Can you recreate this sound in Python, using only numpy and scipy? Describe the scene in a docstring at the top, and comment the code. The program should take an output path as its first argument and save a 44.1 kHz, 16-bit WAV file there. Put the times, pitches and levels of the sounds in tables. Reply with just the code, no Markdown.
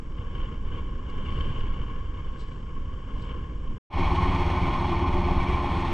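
"""Gusts of wind buffet a microphone on a wooden jetty, hissing and whistling across its openings,
while small waves lap. After a short silence the scene changes to a moving boat with a three-cylinder
two-stroke outboard motor. Its exhaust throbs as gas gulps out under water, its pistons clatter under
the cover, the wake churns and the wind rumbles."""
import sys
import numpy as np
from scipy import signal
from scipy.fft import rfft, irfft
from scipy.io import wavfile

SR = 44100
rng = np.random.default_rng(int(sys.argv[2]) if len(sys.argv) > 2 else 0)


def wav_out(sig):
    """Save sig, one row per channel (or a flat mono array), as 16-bit PCM at SR to the path in sys.argv[1]."""
    wavfile.write(sys.argv[1], SR, np.round(np.clip(np.atleast_2d(sig).T, -1, 1) * 32767).astype(np.int16))


N = 261513
TIME = np.arange(N) / SR
FREQS = np.fft.rfftfreq(N, 1 / SR)
JETTY_END_S, BOAT_START_S, BOAT_FULL_S = 3.783, 3.9, 3.99

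# how loud the wind rumbles on the jetty: t/s, level/dB
RUMBLE_LEVEL = [(0, -33.5), (0.45, -28), (0.6, -31.5), (0.78, -27.5), (1.05, -31), (1.35, -26),
                (1.75, -27.5), (2.0, -31), (2.4, -32.5), (3.07, -31), (3.2, -29), (3.48, -31), (3.75, -29)]
# tone colour of that rumble: f/Hz, relative level/dB
RUMBLE_COLOUR = [(7.1, -25), (12, 4.5), (23, 5), (31, -9.5), (43, -3), (71, -6.5), (145, -15.5),
                 (264, -21.5), (489, -31), (637, -45), (800, -48), (1040, -57.5), (1760, -120)]
# big eddies (swirls of air) that thump the microphone: t/s, peak level/dB
THUMPS = [(0.196, -25), (0.473, -29.5), (0.747, -28), (1.387, -24), (1.506, -21), (1.715, -28.5),
          (1.837, -35.5), (3.158, -30.5), (3.225, -28), (3.321, -30.5)]
# strength of the gusts: t/s, relative level/dB
GUSTS = [(0, -7.5), (0.2, -1), (0.43, 5), (0.6, -2), (0.74, 4), (0.95, -2.5), (1.12, 2.5), (1.35, 6.5),
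         (1.75, 4), (2.05, -0.2), (2.4, -0.5), (2.6, -3.5), (3.07, -1), (3.3, 4), (3.5, -3.5), (3.78, -3)]
# tone colour of the rushing air: f/Hz, relative level/dB
RUSH_COLOUR = [(300, -12), (480, 1), (700, -18.5), (1000, -5.5), (1300, -13), (1680, -9.5), (1860, -23),
               (2250, -13.5), (2500, -28.5), (3050, -13.5), (3400, -24.5), (4000, -41), (4800, -36),
               (7500, -41), (9000, -70)]
# high-pitched hollows in the microphone's openings: f/Hz, width/Hz, relative level/dB
HOLLOWS = [(1620, 150, -14), (2250, 180, -7), (2897, 110, -5), (3020, 158, 0), (3285, 39, -11),
           (3390, 64, -17.5), (4420, 110, -24)]
# sharp eddies that flick those hollows: t/s, relative level/dB
FLICKS = [(1.287, -50), (1.41, -43), (1.609, -46.5), (2.757, -53.5), (3.297, -48), (3.676, -55.5)]
# puffs that make the lowest hollow hoot: t/s, level/dB
HOOTS = [(1.191, -46), (1.297, -39), (1.545, -44), (1.638, -44), (1.939, -42.5), (3.342, -41), (3.676, -45)]
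# tone colour of the ripples: f/Hz, relative level/dB
RIPPLE_COLOUR = [(500, 5), (2500, 4), (4000, -7.5), (5100, -2.5), (5500, -0.5), (6000, -5), (7800, -6),
                 (8300, -14.5), (9000, -20), (10000, -46)]
# small waves slapping the jetty: t/s, half-width/s, level/dB
LAPS = [(1.1, 0.0031, -63.5), (1.4, 0.14, -68.5), (1.6, 0.0075, -69), (2.41, 0.013, -59), (2.47, 0.11, -70),
        (3.215, 0.049, -67.5), (3.224, 0.0027, -64)]
# tone colour of their splash: f/Hz, relative level/dB
SPLASH_COLOUR = [(1500, -8), (3600, 2.5), (5000, 2), (6500, -10), (8000, -2.5), (9000, -39.5)]
# the microphone's two openings: f/Hz, left minus right/dB, likeness/0-1, phase lead of the left/rad
OPENINGS = [(30, -1, 1, 0), (300, 2, 0.99, 0.087), (520, -2, 0.86, 0.78), (780, -4.5, 0.7, -1.1),
            (1110, 7, 0.99, -0.41), (1500, 2.5, 0.5, -0.058), (1920, 2.5, 0.1, -0.41),
            (2240, -2.5, 1, -1.3), (2430, 2, 0.1, -1.3), (2800, 2.5, 1, -0.4), (3250, 3, 0.9, -1.2),
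            (4000, -1, 0.6, -0.76), (5200, 0, 0.98, 0)]

# how fast the motor fires: t/s, rate/Hz
FIRING_RATE = [(3.9, 84.6), (4.25, 85.2), (4.7, 84.1), (5.93, 83.8)]
# tones of the exhaust note:
# multiple of the firing rate, added multiple of the gulp rate, relative level/dB, throb depth, drift/rad
EXHAUST_TONES = [(1, 0, -2.8, 1.1, .3), (2, 0, -12, .15, .7), (2, 1, -17, 0, .8), (3, 1, -17.5, 0, .6),
                 (4, 0, -19.5, 0, 1.3), (4, 1, -14.6, 0, .95)]
# how freely the exhaust breaks out of the water: t/s, relative level/dB
EXHAUST_FREEDOM = [(3.99, 1), (4.3, 0), (4.62, 3.5), (4.82, -3.5), (5.0, 0.5), (5.27, 4), (5.52, -1),
                   (5.66, -8), (5.8, -1.5), (5.92, -8)]
# ringing of the exhaust housing and hull: f/Hz, width/Hz, level/dB
HOUSING_RINGS = [(166, 36, -40.5), (236.5, 6.9, -45), (273.8, 16, -41), (350.7, 27.7, -38),
                 (428, 16, -50.5), (593.2, 12.7, -49)]
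# tone colour of the motor's clatter: f/Hz, relative level/dB
CLATTER_COLOUR = [(420, -37), (560, -19), (760, -3), (900, 5), (1060, 3.5), (1200, -2.5), (1350, -27),
                  (1500, -5.5), (1620, -29.5), (2500, -34)]
# ringing of the motor's cover: f/Hz, width/Hz, relative level/dB
COVER_RINGS = [(860, 198, -2), (1049.4, 30, -3.5), (1093, 56, -13.5), (1189, 29, -19.5)]
# ringing of the metal engine block: f/Hz, width/Hz, relative level/dB
BLOCK_RINGS = [(1857, 38, -14.5), (2155, 64, -11.5), (2251, 104, -3.5), (2383, 112, -6.5),
               (2974, 92, -12.5), (3270, 81, -10), (4270, 240, -16.5), (5410, 380, -22.5),
               (6300, 270, -29.5)]
# brief buzzes of the cover and block: t/s, half-width/s, f/Hz, level/dB
BUZZES = [(4.032, 0.0066, 1040, -28.5), (4.041, 0.005, 2230, -36.5), (4.11, 0.0043, 2280, -39),
          (4.19, 0.0094, 1091, -25), (4.25, 0.019, 1077, -31.5), (4.633, 0.0032, 2250, -35.5),
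          (5.408, 0.0069, 2260, -35.5), (5.476, .006, 2300, -38), (5.538, 0.017, 2300, -39.5)]
# how loud the wake churns: t/s, level/dB
WAKE_LEVEL = [(4.0, -41.5), (4.38, -40.5), (4.9, -42), (5.06, -45), (5.55, -41)]
# tone colour of the wake: f/Hz, relative level/dB
WAKE_COLOUR = [(300, 0), (1400, 0.5), (1620, -7), (1780, 1.5), (2150, 1), (2700, -2), (3400, -5),
               (3800, -8.5), (4800, -18), (6500, -23), (7100, -29), (8200, -26), (10500, -39), (14000, -46)]
# spray thrown up from the wake: t/s, half-width/s, level/dB
SPRAYS = [(4.37, .04, -65), (5.14, .015, -62), (5.8, .015, -60)]
# tone colour of the spray: f/Hz, relative level/dB
SPRAY_COLOUR = [(2500, -8.5), (5000, 5), (8000, 1), (11000, -23), (14000, -18)]
# tone colour of the wind on the boat: f/Hz, relative level/dB
HEADWIND_COLOUR = [(6, -19.5), (20, 3.5), (34, -13), (55, -8), (90, -16), (140, -17), (200, -21),
                   (300, -31.5), (500, -43.5)]


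def gain_of(db):
    """Turns decibels into a number to multiply a sound by."""
    return 10 ** (np.asarray(db) / 20)


def evened(x):
    """Scales x to an average (rms) size of 1."""
    return x / np.sqrt(np.mean(x ** 2) + 1e-20)


def curve(rows):
    """Joins (time, value) points with straight lines."""
    return np.interp(TIME, *np.transpose(rows))


def noise():
    """White noise: a plain hiss."""
    return rng.standard_normal(N)


def wander(hz):
    """A smooth random wobble of size 1, up to about hz times a second."""
    return evened(irfft(rfft(noise()) / (1 + (FREQS / hz) ** 4), N))


def coloured(x, colour):
    """Gives x a tone colour and size 1; above the last row it falls 24 dB more each octave."""
    hz, db = np.transpose(colour)
    shape_db = np.interp(np.log(FREQS + 1), np.log(hz + 1), db)
    octaves_above = np.log2(np.maximum(FREQS / hz[-1], 1))
    return evened(irfft(rfft(x) * gain_of(shape_db - 24 * octaves_above), N))


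def ringing(x, rings):
    """Lets x ring in narrow bands of pitch, each at its own level."""
    spectrum = rfft(x)
    return sum(gain_of(db) * evened(irfft(spectrum / (1 + 1.3j * (FREQS - hz) / width) ** 2, N))
               for hz, width, db in rings)


def swells(rows):
    """A bell-shaped rise and fall in loudness for each row."""
    return sum(gain_of(db) * np.exp(-.5 * ((TIME - t) / half_width) ** 2) for t, half_width, db in rows)


def tone(hz):
    """A slightly unsteady tone of size 1."""
    return evened(np.sin(2 * np.pi * hz * TIME + 0.61 * wander(hz=50)))


def drops(per_s, spread_db):
    """Scattered clicks of uneven strength."""
    clicks = noise() * (rng.random(N) < per_s / SR)
    return evened(clicks * gain_of(spread_db * np.minimum(rng.exponential(1, N), 4)))


def buffeting(eddies, thump_width_s=0.0024):
    """Eddies rumble on the microphone; the core of a big one sucks at it with a thump."""
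    sound = gain_of(curve(RUMBLE_LEVEL)) * coloured(noise() * gain_of(eddies), RUMBLE_COLOUR)
    for t, db in THUMPS:
        offset = (TIME - t) / thump_width_s
        sound += gain_of(db) * (offset ** 2 - 1) * np.exp(-.5 * offset ** 2)
    return sound


def rushing_air(eddies):
    """Air hisses across the microphone's openings, louder in each gust."""
    air = noise() * gain_of(1.2 * eddies + 0.73 * wander(hz=250))
    return gain_of(-51 + 0.81 * curve(GUSTS)) * coloured(air, RUSH_COLOUR)


def whistling_hollows(eddies, whistle_hz=1087.4):
    """Wind sounds the hollows: the high ones rasp in strong gusts, the lowest whistles in light air too."""
    gust_db = curve(GUSTS)
    rough_air = noise() * gain_of(1.2 * eddies + 2.1 * wander(hz=160))
    flicks = swells((t, .0032, db) for t, db in FLICKS)
    rasp = np.hypot(gain_of(-61.5 + 1.58 * gust_db), flicks) * ringing(rough_air, HOLLOWS)
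    whistle = gain_of(-52 + 0.79 * gust_db + 0.5 * eddies) * ringing(noise(), [(whistle_hz, 48, 0)])
    hoots = swells((t, .0062, db) for t, db in HOOTS) * tone(whistle_hz)
    return rasp + whistle + hoots


def lapping():
    """Ripples fizz all round; now and then a wave slaps the jetty's posts with a soft splash."""
    ripples = gain_of(-66.5) * coloured(noise() + .3 * drops(per_s=410, spread_db=1.5), RIPPLE_COLOUR)
    splash = noise() * gain_of(1.4 * wander(hz=160))
    return ripples + swells(LAPS) * coloured(splash, SPLASH_COLOUR)


def two_openings(x):
    """The left and right openings hear x with their own level and delay, and partly their own swirls."""
    hz, *columns = np.transpose(OPENINGS)
    balance_db, likeness, lead = (np.interp(FREQS, hz, column) for column in columns)
    # the unshared part swells and fades like x, but its phases are scrambled
    frames = signal.stft(x, nperseg=512)[2]
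    scrambled = frames * np.exp(2j * np.pi * rng.random(frames.shape))
    unshared = np.sqrt(2) * signal.istft(scrambled, nperseg=512)[1][:N]
    shared_gain, own_gain = np.sqrt((1 + likeness) / 2), np.sqrt((1 - likeness) / 2)
    shared, own = shared_gain * rfft(x), own_gain * rfft(unshared)
    tilt = gain_of(balance_db / 2) * np.exp(.5j * lead)
    left, right = (shared + own) * tilt, (shared - own) / tilt
    # keep the average of the two sides as loud as x
    centre = np.hypot(shared_gain * abs(tilt + 1 / tilt), own_gain * abs(tilt - 1 / tilt)) / 2
    return irfft(np.array([left, right]) / centre, N)


def exhaust(firings, gulps):
    """Each firing puffs into the housing; gas gulping out under water makes the lowest tones throb."""
    throb = np.cos(2 * np.pi * gulps)
    pitch_bend = -.45 * np.sin(2 * np.pi * gulps)
    note = np.zeros(N)
    for per_firing, per_gulp, db, depth, drift in EXHAUST_TONES:
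        level = gain_of(db + wander(hz=4.4))
        cycles = per_firing * firings + per_gulp * gulps
        phase = 2 * np.pi * cycles + depth * pitch_bend + drift * wander(hz=6.5)
        note += level * evened(np.cos(phase) * (1 + depth * throb))
    puffs = noise() * (.5 + np.exp(-(firings % 1) / 0.17))
    return gain_of(-26.5 + 0.74 * curve(EXHAUST_FREEDOM)) * note + ringing(puffs, HOUSING_RINGS)


def piston_clatter(firings, gulps, spread_db=3.2, decay_firings=.3):
    """Pistons knock at each firing, never twice alike, and ring the cover and the engine block."""
    once_a_turn = 1 + 0.14 * np.cos(2 * np.pi * firings / 3)
    strength = gain_of(spread_db * noise()[firings.astype(int)])
    knocks = evened((1 + strength * np.exp(-(firings % 1) / decay_firings)) * once_a_turn)
    cover = gain_of(-4) * coloured(noise() * knocks, CLATTER_COLOUR)
    cover += ringing(noise() * knocks, COVER_RINGS)
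    rattle = 1 + .19 * np.cos(2 * np.pi * (gulps + .17))  # hardest just before each gulp
    block = ringing(noise() * (.5 + knocks) * rattle, BLOCK_RINGS)
    buzzes = sum(swells([(t, half_width, db)]) * tone(hz) for t, half_width, hz, db in BUZZES)
    # cover and block both grow slowly quieter
    elapsed_s = TIME - BOAT_FULL_S
    cover_gain = gain_of(-32.5 - 0.7 * elapsed_s + 0.43 * wander(hz=22))
    block_gain = gain_of(-39.5 - 2 * elapsed_s)
    return cover_gain * cover + block_gain * block + buzzes


def wake(churn_db=1.3):
    """Foam churns behind the boat and spray falls into it."""
    foam = (noise() + 0.5 * drops(per_s=1800, spread_db=1.5)) * gain_of(churn_db * wander(hz=30))
    spray = swells(SPRAYS) * coloured(drops(per_s=900, spread_db=-2), SPRAY_COLOUR)
    return gain_of(curve(WAKE_LEVEL)) * coloured(foam, WAKE_COLOUR) + spray


def headwind():
    """The boat's own motion pushes air over the microphone, which rumbles."""
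    return gain_of(-26) * coloured(noise() * gain_of(0.5 * wander(hz=23)), HEADWIND_COLOUR)


def scene():
    """The jetty in stereo, a short silence, then the boat fades in, in the centre."""
    # running counts of the motor's firings and of the gulps of gas (17.65 a second)
    firings = np.cumsum(curve(FIRING_RATE) * (1 + .004 * wander(hz=8))) / SR
    gulps = 17.65 * (TIME - 4.297) + .04 * wander(hz=3)
    boat = exhaust(firings, gulps) + piston_clatter(firings, gulps) + wake() + headwind()
    eddies = wander(hz=45)  # the same swirls shake all the wind sounds on the jetty
    wind = buffeting(eddies) + rushing_air(eddies) + whistling_hollows(eddies)
    jetty = two_openings(wind + lapping())
    fade_out = np.clip((JETTY_END_S - TIME) / 0.0032, 0, 1)
    fade_in = np.clip((TIME - BOAT_START_S) / (BOAT_FULL_S - BOAT_START_S), 0, 1) ** 1.01
    return jetty * fade_out + boat * fade_in


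def record(dry):
    """Cuts away the highest treble, above 14400 Hz."""
    low_pass = signal.firwin(511, 14400, window=("kaiser", 9), fs=SR)
    return signal.oaconvolve(dry, low_pass[None], "same")


dry = scene()
out = record(dry)
wav_out(out)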